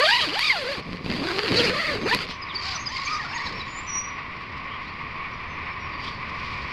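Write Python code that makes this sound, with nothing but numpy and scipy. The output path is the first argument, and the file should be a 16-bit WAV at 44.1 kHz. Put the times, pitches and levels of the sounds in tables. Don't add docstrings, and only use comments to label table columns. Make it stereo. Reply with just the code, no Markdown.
import sys
import numpy as np
from scipy import signal
from scipy.fft import rfft, irfft, next_fast_len
from scipy.io import wavfile

SR = 44100
rng = np.random.default_rng(int(sys.argv[2]) if len(sys.argv) > 2 else 0)


def inscribe(sig):
    pcm = np.round(np.clip(np.atleast_2d(sig).T, -1, 1) * 32767)
    wavfile.write(sys.argv[1], SR, pcm.astype(np.int16))


N = 296352
TIME = np.arange(N) / SR
SMOOTH_RATE = 940

# t/s, tooth rate/(1/s), force/dB (only its change about the mean counts), freedom of the cloth to hum/dB
FIRST_PULL = [(0.0, 500, -25, 4.5), (0.028, 586, -25, -0.5), (0.064, 654, -24.5, 1), (0.088, 820, -21, 1.5),
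              (0.108, 826, -22.5, 0.5), (0.128, 980, -24.5, 1.5), (0.146, 980, -24, -4.5),
              (0.16, 950, -24, 1), (0.18, 1050, -27.5, -7.5), (0.2, 948, -27.5, -3), (0.216, 674, -28, -14),
              (0.24, 645, -27.5, -6), (0.253, 545, -26.5, -13), (0.266, 337, -32, -5), (.285, 300, -34, -2)]
SECOND_PULL = [(0.308, 304, -35, -4), (0.334, 466, -32, -3), (0.348, 585, -29.5, -11),
               (0.366, 806, -32.5, 3), (0.41, 1055, -25.5, -21), (0.434, 1196, -26.5, -3),
               (0.458, 1228, -25.5, -0.5), (0.492, 1162, -27.5, -2), (0.512, 1056, -26, 1.5),
               (0.53, 897.4, -30, -5.5), (0.566, 682.3, -31, -7.5), (0.65, 456, -34, -4),
               (0.69, 553.7, -34.5, -5.5), (0.72, 585, -31.5, -4), (0.75, 489, -35, -7),
               (0.798, 245.9, -38, -1), (0.825, 160.2, -60, -1)]
CREEP = [(.87, 165, -48, 1), (.94, 185.2, -46.5, 0), (1.021, 125.2, -54, -3)]
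SLOW_PULL = [(1.055, 214.4, -42, -2), (1.1, 228.3, -37.5, -0.5), (1.122, 285.5, -38.5, 4),
             (1.15, 230, -35.5, -2), (1.175, 294.8, -34, -1), (1.209, 268, -38.5, 1.5),
             (1.245, 305.2, -35, 6.5), (1.268, 304.4, -34.5, 4.5), (1.282, 349.6, -32, -2),
             (1.32, 379.6, -34, 2.5), (1.357, 361, -33, -2), (1.392, 404.3, -31, 4.5),
             (1.415, 399.6, -34, -3), (1.452, 459, -31.5, 0), (1.517, 270.3, -30.5, 1.5),
             (1.545, 370.3, -27.5, -3), (1.575, 489.5, -28, 0.5), (1.605, 458, -24, 1),
             (1.628, 488, -26, -3), (1.655, 465.7, -26.5, 2), (1.685, 399, -28, -2),
             (1.705, 479, -28.5, 0.5), (1.722, 500, -33.5, -1), (1.745, 570.5, -31, 1),
             (1.776, 580.4, -30, -6), (1.805, 624.8, -30, -3.5), (1.86, 630, -32, -7.5),
             (1.905, 595.3, -32, -0.5), (1.95, 439.4, -33, 1.5), (2.0, 374.2, -43, -3)]
LAST_TUG = [(2.03, 299.7, -39, -0.5), (2.052, 340, -43, 4), (2.064, 411, -34, 7), (2.078, 512.3, -31, 5),
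            (2.096, 787.3, -27, -8), (2.115, 913, -28, -1.5), (2.138, 957, -25, -4),
            (2.152, 1047, -28.5, -14), (2.168, 1004, -32.5, -13), (2.185, 420, -36, -14),
            (2.222, 471.7, -31, -17), (2.26, 258, -43, -17)]
# f/Hz, relative level/dB
FIRST_PANEL = [(290, -0.5), (400, -4), (500, -8.5), (600, 0.5), (665, -1), (710, -7), (790, -14), (900, 1),
               (980, 0), (1050, -1.5), (1200, 7), (1330, -10), (1480, 1), (1700, 5), (1870, -2),
               (2050, 6.5)]
SECOND_PANEL = [(200, 0.5), (300, -9), (400, -8), (480, 3), (580, 3), (680, 0), (800, 2), (900, 0.5),
                (1100, -18), (1230, -15), (1400, 11), (1650, -6), (1900, 9), (2100, 14.5), (2330, 14),
                (2470, 5.5)]
SLOW_PANEL = [(130, -9), (220, 3.5), (300, -2.5), (400, -1), (470, 2.5), (570, 0.5), (640, -6.5), (750, -4),
              (950, -16), (1140, -4), (1300, 4)]
LAST_PANEL = [(300, 2.5), (430, 5), (520, 1), (680, -26), (800, -7), (960, 4), (1200, 5), (1600, -1),
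              (1820, 10.5), (2100, -4)]
GOES = [(FIRST_PULL, FIRST_PANEL), (SECOND_PULL, SECOND_PANEL),
        (CREEP + SLOW_PULL, SLOW_PANEL), (LAST_TUG, LAST_PANEL)]
# t/s, level/dB
SLACK = [(.03, -17.5), (.11, -8), (.18, -5), (.24, -1), (.45, -4), (.7, -5.5), (1.05, -1), (1.65, -1),
         (1.85, 2), (2.14, 3), (2.26, -2)]


def from_db(db):
    return 10 ** (np.asarray(db) / 20)


def rms_one(x):
    return x / np.sqrt(np.mean(x ** 2) + 1e-20)


def in_time(rows):
    s, *columns = np.transpose(rows)
    return [np.interp(TIME, s, c) for c in columns]


def at_hz(points, hz):
    f, value = np.transpose(points)
    return np.interp(np.log(hz + 1e-3), np.log(f), value)


def panned(x, pan_db):
    return x * from_db(np.array([[.5], [-.5]]) * pan_db)


def drift(rate):
    r = np.exp(-40 * np.pi * rate / SR)
    white = rng.standard_normal(N // 20 + 2002)
    slow = signal.lfilter([1], [1, -2 * r, r * r], white)[2000:]
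    return np.interp(np.arange(N) / 20, np.arange(len(slow)), rms_one(slow))


def swells(rows):
    return sum(from_db(db) * np.sin(np.pi * np.clip((TIME - s) / length, 0, 1)) ** 2
               for s, length, db in rows)


def response(spectrum, size=4096):
    cepstrum = irfft(np.log(from_db(at_hz(spectrum, np.fft.rfftfreq(size, 1 / SR)))))
    cepstrum[1:size // 2] *= 2
    cepstrum[size // 2 + 1:] = 0
    impulse = irfft(np.exp(rfft(cepstrum)))
    return impulse / np.sqrt(np.sum(impulse ** 2))


def coloured(x, spectrum):
    return signal.oaconvolve(x, response(spectrum)[None], axes=1)[:, :N]


def stereo_noise():
    # f/Hz, coherence 0-1
    likeness = [(40, 0.9), (125, 0.53), (250, 0.71), (1000, 0.43), (2300, 1), (4000, 0.26), (6000, 0.02),
                (12000, 0)]
    size = next_fast_len(N)
    alike = np.clip(at_hz(likeness, np.fft.rfftfreq(size, 1 / SR)), 0, 1)
    mid, side = rfft(rng.standard_normal((2, size)))
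    both = np.sqrt(1 + alike) * mid + np.sqrt(1 - alike) * side * [[1], [-1]]
    return rms_one(irfft(both, size)[:, :N])


def zipper(goes, grinds, hiss_colour, slack_db, hum_db, octave_db, rattle_db, hiss_db, jitter, wobble_db,
           uneven_db, rattle_share, hiss_share, snag_db, grain, hiss_pan_db, tape_db, blur):
    # f/Hz, relative level/dB
    tape_rings = [(900, -9), (1100, -3), (1350, -7.5), (1550, -8.5), (1800, -2.5), (2000, -10),
                  (2300, -6.5), (2600, -13.5), (2950, -3), (3200, -18), (3600, -9), (4200, -13),
                  (4800, -10), (5400, -25)]
    # f/Hz, relative level/dB
    rattle_colour = [(300, -20.5), (700, -9), (1100, -4), (1500, -3), (2100, 3.5), (2600, 5), (3100, -4.5),
                     (4500, -39.5)]
    hum_follows, rattle_follows = 0.56, 0.96
    rattle_fade_db, overtone_fade_db = 1, 6
    slack_mutes, slack_rattles, slack_jitters = 0.23, 0.46, 0.4035
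    hum_rough, crawl_roughens = .2, .55

    rate, force_db, free_db, moving = hand(goes)
    octaves = np.log2(rate / SMOOTH_RATE)
    drive_db = hum_db + free_db + hum_follows * force_db - slack_mutes * slack_db
    overtone_db = drive_db + overtone_fade_db * np.minimum(octaves, 0)
    teeth_db = rattle_db + rattle_follows * force_db + slack_rattles * slack_db
    teeth_db = teeth_db - rattle_fade_db * np.maximum(octaves, 0)

    loose = from_db(slack_jitters * slack_db) * np.ones(N)
    rate = rate * np.exp(jitter * loose * (500 / rate) ** .8 * drift(70.22))
    turns = np.cumsum(rate) / SR

    lower_db = [drive_db + panel_db(goes, rate), overtone_db + panel_db(goes, 2 * rate) + octave_db]
    upper_db = [overtone_db + at_hz(tape_rings, k * rate) + tape_db for k in range(3, 5)]
    rough = blur * loose * hum_rough * (SMOOTH_RATE / rate) ** crawl_roughens
    hum = np.zeros(N)
    for k, db in enumerate(lower_db + upper_db, 1):
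        gain = np.sqrt(2) * from_db(db + wobble_db * np.sqrt(k) * drift(58))
        hum += gain * np.cos(2 * np.pi * k * turns + rough * k ** 0.82 * drift(310))

    clicks = tooth_clicks(turns, rate, loose, uneven_db)
    scrape = stereo_noise() * rms_one(np.exp(-grain * (turns % 1)))

    def rasp(click_share, level_db, colour):
        share = np.clip(click_share, 0, 1)
        snags = rms_one(from_db(snag_db * drift(58)))
        source = np.sqrt(share) * clicks + np.sqrt(1 - share) * scrape
        return coloured(source * snags * from_db(level_db), colour)

    hiss = rasp(hiss_share, hiss_db + force_db, hiss_colour)
    hiss = off_the_panels(hiss, echo_share=0.67, lag_s=0.000955, sway=0.225, skew=0.0061)
    rattle = rasp(rattle_share, teeth_db, rattle_colour)
    grind = grinding(clicks + scrape / 2, grinds)
    return (hum + grind + rattle + panned(hiss, hiss_pan_db)) * moving


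def hand(goes):
    path = [row for pull, panel in goes for row in pull]
    rate, force_db, free_db = in_time(path)
    start, end = path[0][0], path[-1][0]
    moving = np.interp(TIME, [start - .02, start, end, end + .02], [0, 1, 1, 0])
    return rate, force_db - np.average(force_db, weights=moving), free_db, moving


def panel_db(goes, hz):
    out = at_hz(goes[0][1], hz)
    for pull, panel in goes[1:]:
        start = int(pull[0][0] * SR)
        out[start:] = at_hz(panel, hz[start:])
    return out


def tooth_clicks(turns, rate, loose, uneven_db, slop=.058, slop_s=.00005, catch_chance=.06, catch_db=5,
                 row_db=2.4):
    at = np.flatnonzero(np.diff(np.floor(turns)) > 0)
    size, timing = np.clip(rng.standard_normal((len(at), 2)), -2, 2).T
    period = SR / rate[at]
    crawl = 500 / np.maximum(rate[at], 300)
    caught = rng.random(len(at)) < catch_chance * (loose[at] * crawl) ** 2
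    row = (-1) ** np.arange(len(at))
    strength_db = uneven_db * np.sqrt(crawl) * size + catch_db * caught + row_db * row
    strength = rms_one(from_db(strength_db)) * np.sqrt(period)
    stray = np.maximum(slop * loose[at] ** 2 * crawl * period, slop_s * SR) * timing
    when = np.clip(at + (np.ceil(turns[at]) - turns[at]) * period + stray, 0, N - 2)
    at, late = when.astype(int), when % 1
    return np.bincount(at, strength * (1 - late), N) + np.bincount(at + 1, strength * late, N)


def grinding(teeth, grinds):
    width = 0.17
    out = np.zeros((2, N))
    for s, length, hz, db in grinds:
        at = np.arange(int(s * SR), int((s + length) * SR))
        band = [hz * (1 - width / 2), hz * (1 + width / 2)]
        ring = signal.sosfilt(signal.butter(2, band, "band", fs=SR, output="sos"), teeth[:, at])
        out[:, at] += from_db(db) * rms_one(ring) * np.sqrt(np.hanning(len(at)))
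    return out


def off_the_panels(x, echo_share, lag_s, sway, skew):
    out = x.copy()
    for path in (1, 2):
        lag = path * lag_s * np.exp(sway * drift(5.4))
        for side in (0, 1):
            out[side] += echo_share * np.interp(TIME - lag * (1 + skew * side), TIME, x[side])
    return out / np.sqrt(1 + 2 * echo_share ** 2)


def ticks(crack_s, crack_share):
    # t/s, relative level/dB, brightness 0-1
    knocks = [(0.256, -17, 0), (0.393, 7, 0.45), (0.931, -11.5, 0), (.971, -16, 0.01), (1.062, -9, 0.03),
              (1.1022, -5, 0.04), (1.115, -5.5, 0.03), (1.271, -11, 0.2), (1.308, -10, 0.02),
              (1.363, -5, 0.11), (1.3857, -2, 0), (1.392, 0, .01), (1.4809, -1, .05), (1.698, -9, 0),
              (2.148, 7, 0.64), (2.172, -9, 0.32), (2.19, -4, 0.05), (2.268, -13, 0.04), (2.289, -10, 0.19),
              (2.3116, -8.5, 0.13), (2.564, -23.5, .5)]
    # f/Hz, relative level/dB
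    dull_colour = [(200, -40), (800, 4), (1400, 5.5), (2600, 9.5), (3600, 2), (4700, 5.5), (5800, -12),
                   (9000, -53), (13000, -57)]
    bright_colour = [(1000, -7), (4500, 23.5), (6500, -4), (12000, 3), (15000, -30)]
    dull, bright = np.zeros((2, 2, N))
    age = np.arange(SR // 50) / SR
    for s, db, brightness in knocks:
        knock = crack_share * rng.standard_normal((2, len(age))) * np.exp(-age / crack_s)
        knock[:, 0] = 1
        span = slice(int(s * SR), int(s * SR) + len(age))
        dull[:, span] += from_db(db) * (1 - brightness) * knock
        bright[:, span] += from_db(db) * brightness * knock
    return coloured(dull, dull_colour) + coloured(bright, bright_colour)


def thuds(detune):
    # t/s, level/dB
    jumps = [(.781, -29), (.793, -29), (.872, -31), (.892, -26.5), (.914, -28), (.931, -25), (.947, -27),
             (.958, -32), (1.044, -27), (1.062, -19), (1.083, -27), (1.097, -22), (1.103, -24.5),
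             (1.116, -21), (1.186, -26), (1.525, -23), (1.698, -22), (1.985, -28)]
    # f/Hz, level/dB, decay time t60/s
    door_modes = [(149, -13.5, .07), (218, -2, 0.063), (295, -7, 0.047), (432.9, -10, .025)]
    out, age = np.zeros(N), np.arange(SR // 8) / SR
    tensions = np.exp(detune * rng.standard_normal(len(jumps)))
    for (s, db), tension in zip(jumps, tensions):
        ring = sum(from_db(db + mode_db - 60 * age / t60) * np.sin(2 * np.pi * hz * tension * age)
                   for hz, mode_db, t60 in door_modes)
        out[int(s * SR):int(s * SR) + len(age)] += ring
    return out


def cloth_flutter(level_db, per_octave_db, follows, lumpy_db):
    # t/s, length/s, level/dB
    jerks = [(.198, 0.017, -48), (.765, 0.061, -45), (.91, 0.058, -41), (1.06, .12, -43),
             (1.485, 0.092, -31), (1.58, 0.22, -40), (2.125, 0.056, -28.5), (2.285, 0.021, -32),
             (3.35, 0.35, -40.5)]
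    # f/Hz, relative level/dB
    cloth_colour = [(40, -15.5), (100, 1.5), (180, 4), (330, 0.5), (500, 0), (750, -11), (1300, -53)]
    rate, force_db, _, moving = hand(GOES)
    shake_db = level_db + in_time(SLACK)[0] + follows * force_db
    shake_db = shake_db + per_octave_db * np.log2(rate / SMOOTH_RATE)
    shake = from_db(shake_db + lumpy_db * drift(17.3)) * moving
    return coloured(stereo_noise() * (shake + swells(jerks)), cloth_colour)


def birds(flutter_db):
    # t/s, f/Hz, level/dB
    hooks = [(2.414, 4950, -35), (2.546, 4620, -26.5), (2.578, 4670, -33), (2.744, 5960, -34),
             (2.856, 4940, -26.5), (2.88, 6100, -45.5), (3.046, 6354, -39.5), (3.458, 3993, -37),
             (3.595, 3920, -36.5)]
    # t/s, length/s, top f/Hz, level/dB
    arches = [(2.315, 0.046, 6120, -55.5), (3.088, 0.072, 5020, -38), (3.112, 0.074, 6050, -48),
              (3.256, 0.091, 5350, -47.5), (3.417, .055, 5514, -48), (3.521, .095, 5470, -46.5)]
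    # t/s, length/s, start f/Hz, end f/Hz, level/dB
    whistles = [(1.97, 0.17, 6390, 6157, -53), (2.782, 0.051, 6470, 6430, -44),
                (3.338, 0.037, 6470, 6660, -41.5), (3.654, 0.13, 6800, 7120, -54.5),
                (3.743, 0.067, 6780, 7400, -44.5), (3.862, .07, 5980, 5760, -35),
                (3.897, .124, 5780, 5790, -28), (5.32, .035, 5800, 5650, -60.5),
                (5.465, .09, 6220, 6050, -64), (5.69, 0.053, 5340, 5320, -55),
                (5.782, 0.1, 5700, 5500, -55.5), (5.9, 0.076, 4730, 4590, -49),
                (5.967, 0.096, 4730, 4700, -47.5), (6.08, 0.1, 4640, 4460, -49)]
    # f/Hz, left-right level/dB
    bird_pan = [(4000, 7), (4650, 2.5), (5000, 5), (5400, 8), (5900, 12), (7200, 12.5)]
    hook_s = 0.0281
    hook_drop, arch_bend, waver = 0.111, 0.0905, .004

    notes = [(s, hook_s, [hz * (1 + hook_drop), hz, hz], db) for s, hz, db in hooks]
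    notes += [(s, length, [hz * (1 - arch_bend), hz, hz * (1 - arch_bend)], db)
              for s, length, hz, db in arches]
    notes += [(s, length, [start, (start + end) / 2, end], db)
              for s, length, start, end, db in whistles]
    out, wander, flutter = np.zeros((2, N)), drift(200), drift(40)
    for s, length, pitches, db in notes:
        at = np.arange(int(s * SR), min(N, int((s + length) * SR)))
        u = np.linspace(0, 1, len(at))
        hz = np.polyval(np.polyfit([0, .5, 1], pitches, 2), u) * (1 + waver * wander[at])
        swell = np.sqrt(2) * np.abs(np.sin(np.pi * u ** 1.62)) ** 0.69
        gain = from_db(db + flutter_db * flutter[at]) * swell
        note = gain * np.sin(2 * np.pi * np.cumsum(hz) / SR)
        out[:, at] += panned(note, at_hz(bird_pan, pitches[1]))
    return out


def sleeve(rest_db, rough, crinkle_db):
    # t/s, length/s, level/dB
    rustles = [(2.255, 0.1, -34.5), (3.25, 0.8, -49), (4.5, 0.69, -61), (5.96, 0.21, -39.5),
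               (6.1, 0.8, -43)]
    # t/s, length/s, start f/Hz, end f/Hz, level/dB
    swishes = [(2.478, 0.062, 4250, 2700, -37.5), (4.668, 0.13, 2850, 3340, -43.5),
               (4.826, 0.11, 3350, 4960, -49), (6.04, 0.065, 2600, 4100, -38.5)]
    # f/Hz, relative level/dB
    nylon_colour = [(1500, -15.5), (3000, 1), (3900, -0.5), (4800, 2.5), (5500, -5), (6300, -19),
                    (8000, -27), (12000, -41.5), (14000, -46.5)]
    rustle = np.hypot(from_db(rest_db), swells(rustles)) * from_db(crinkle_db * drift(40))
    out = coloured(stereo_noise() * rustle, nylon_colour)
    wander = drift(370)
    for s, length, start, end, db in swishes:
        at = np.arange(int(s * SR), int((s + length) * SR))
        hz = np.geomspace(start, end, len(at)) * (1 + rough * wander[at])
        whistle = np.sin(2 * np.pi * np.cumsum(hz) / SR)
        out[:, at] += np.sqrt(2) * from_db(db) * np.hanning(len(at)) * whistle
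    return out


def trees(x):
    t60_s, build_s = 0.36, .02
    age = np.arange(SR) / SR
    tail = stereo_noise()[:, :SR] * from_db(-60 * age / t60_s) * (1 - np.exp(-age / build_s))
    tail /= np.sqrt(np.sum(tail ** 2, axis=1, keepdims=True))
    return signal.oaconvolve(x, tail, axes=1)[:, :N]


def bush(swell_db, chorus_pan_db):
    # t/s, chorus level/dB, rumble level/dB
    bush_levels = [(0, -38.5, -48.5), (1.7, -44, -42), (2.5, -35, -41), (4.3, -35, -40.5),
                   (6.72, -33, -37.5)]
    # f/Hz, relative level/dB
    chorus_colour = [(600, -25), (880, -12), (990, -1.5), (1110, 4), (1230, -4.5), (1360, -17),
                     (1460, -9.5), (1630, -17.5), (1850, -5), (2350, -3.5), (2700, -11.5), (3100, -19.5),
                     (4700, -30), (6500, -63.5)]
    rumble_colour = [(15, -6), (40, -10.5), (62, -5.5), (76, -0.5), (95, -4.5), (170, -7), (300, -13),
                     (480, -16), (750, -18.5), (2000, -21.5), (5000, -31.5), (7000, -63.5), (14000, -96.5)]
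    chorus_db, rumble_db = in_time(bush_levels)
    chorus = coloured(stereo_noise(), chorus_colour) * from_db(chorus_db + swell_db * drift(9.0))
    rumble = coloured(stereo_noise(), rumble_colour) * from_db(rumble_db)
    return panned(chorus, chorus_pan_db) + rumble


def scene():
    # t/s, left-right level/dB
    slider_pan = [(.15, 0), (.42, -2.5), (1.8, -1), (2.2, -0.5), (3.6, -1)]
    # t/s, tooth rate/(1/s), force/dB (change about the mean counts),
    # freedom of the cloth to hum/dB
    opening = [(2.54, 350, -46.5, 10.5), (2.6, 560, -40.5, -8), (2.68, 806, -32.5, -9),
               (2.76, 700, -37, -4), (2.806, 548.1, -53.5, -12), (2.88, 764, -47, -4),
               (2.93, 1050, -36.5, -5.5), (2.975, 1090, -37, -2.5), (3.02, 1090, -36.5, -5),
               (3.08, 1140, -36.5, -7.5), (3.105, 1240, -39, 0), (3.135, 1270, -40.5, 4),
               (3.17, 1240, -42, 1.5), (3.2, 970, -43, -9), (3.235, 830, -42, -2), (3.262, 660, -45, 0),
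               (3.3, 760, -41.5, -4.5), (3.362, 1000, -43, 0.5), (3.385, 880, -41.5, -2),
               (3.42, 1110, -43.5, -4), (3.456, 1130, -40.5, 1), (3.478, 840, -42, -1),
               (3.534, 500, -50.5, -8), (3.62, 336, -47.5, -1)]
    # f/Hz, relative level/dB
    far_panel = [(250, -21), (600, -12.5), (750, -12.5), (950, -0.5), (1110, -2.5), (1260, 5), (1350, 6),
                 (1450, -2.5), (1700, 2.5), (1950, 4), (2080, -5), (2220, 1.5), (2400, 7), (2520, -15)]
    # t/s, length/s, centre f/Hz, level/dB
    near_grinds = [(0.041, 0.038, 3370, -24), (0.115, .04, 2880, -23.5), (0.154, .024, 2850, -27),
                   (0.183, 0.062, 3080, -22.5), (0.2, .036, 3900, -25.5), (.28, 0.04, 3030, -33),
                   (0.333, 0.022, 3100, -31), (0.447, 0.055, 4570, -31), (1.098, 0.062, 1942, -38),
                   (1.256, 0.072, 1574, -33), (1.552, 0.053, 4280, -22.5), (1.58, 0.04, 3100, -26),
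                   (1.615, 0.052, 1910, -33), (1.631, 0.044, 4550, -26), (1.656, .05, 2700, -27),
                   (1.738, 0.057, 1140, -32), (1.784, 0.039, 1930, -30), (1.84, .024, 2000, -25.5),
                   (1.877, 0.025, 1948, -27), (1.96, 0.072, 450, -37), (2.09, .11, 450, -35),
                   (2.131, 0.027, 2494, -24.5), (2.201, 0.039, 1350, -36)]
    far_grinds = [(2.6, 0.1, 4500, -41), (2.952, 0.036, 2220, -34), (3.062, .034, 2400, -30.5),
                  (3.08, 0.11, 4930, -38.5), (3.188, 0.03, 1890, -32.5), (3.245, 0.019, 1370, -35),
                  (3.328, 0.022, 2810, -33.5), (3.35, 0.031, 2000, -36), (3.392, 0.051, 1910, -32.5),
                  (3.46, 0.02, 4100, -38)]
    # f/Hz, relative level/dB
    near_hiss = [(1500, -34.5), (2400, 3.5), (2900, 0), (3700, -2), (4750, 3.5), (5200, -10.5),
                 (5700, -16.5), (7200, -21.5), (9000, -26.5), (12000, -25.5), (13500, -63)]
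    far_hiss = [(1500, -38), (2400, -13), (2900, -2), (3700, -0.5), (4750, 7.5), (5200, 1), (5800, -10),
                (7500, -19), (9000, -34.5), (12500, -31.5), (14000, -58)]
    trees_db = -8.5

    slack_db, = in_time(SLACK)
    near = zipper(GOES, near_grinds, near_hiss, slack_db, hum_db=-32.5, octave_db=-2.5, rattle_db=-33.0,
                  hiss_db=-32.0, jitter=.056, wobble_db=2.5, uneven_db=1.0, rattle_share=0.85,
                  hiss_share=0.59, snag_db=0.6, grain=0.6, hiss_pan_db=-4.0, tape_db=2.5, blur=0.93)
    far = zipper([(opening, far_panel)], far_grinds, far_hiss, 0, hum_db=-36.0, octave_db=-6.5,
                 rattle_db=-46.5, hiss_db=-39.5, jitter=.04, wobble_db=3.0, uneven_db=3.0,
                 rattle_share=0.98, hiss_share=0.84, snag_db=2.5, grain=0.86, hiss_pan_db=0.5,
                 tape_db=-8.5, blur=1.26)
    slider_db, = in_time(slider_pan)
    close = panned(near + ticks(crack_s=0.0019, crack_share=0.058) + thuds(detune=.08), slider_db)
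    close += cloth_flutter(level_db=-46.5, per_octave_db=-6.0, follows=0.68, lumpy_db=4.0)
    distant = panned(far, slider_db)
    distant += panned(sleeve(rest_db=-52.5, rough=0.058, crinkle_db=2.0), pan_db=1.0)
    distant += birds(flutter_db=0.7)
    echoes = from_db(trees_db) * trees(distant)
    return close + distant + echoes + bush(swell_db=1.34, chorus_pan_db=-2.0)


def record(dry):
    stop_hz = 15000
    return signal.sosfilt(signal.cheby2(14, 60, stop_hz, fs=SR, output="sos"), dry)


dry = scene()
out = record(dry)
inscribe(out)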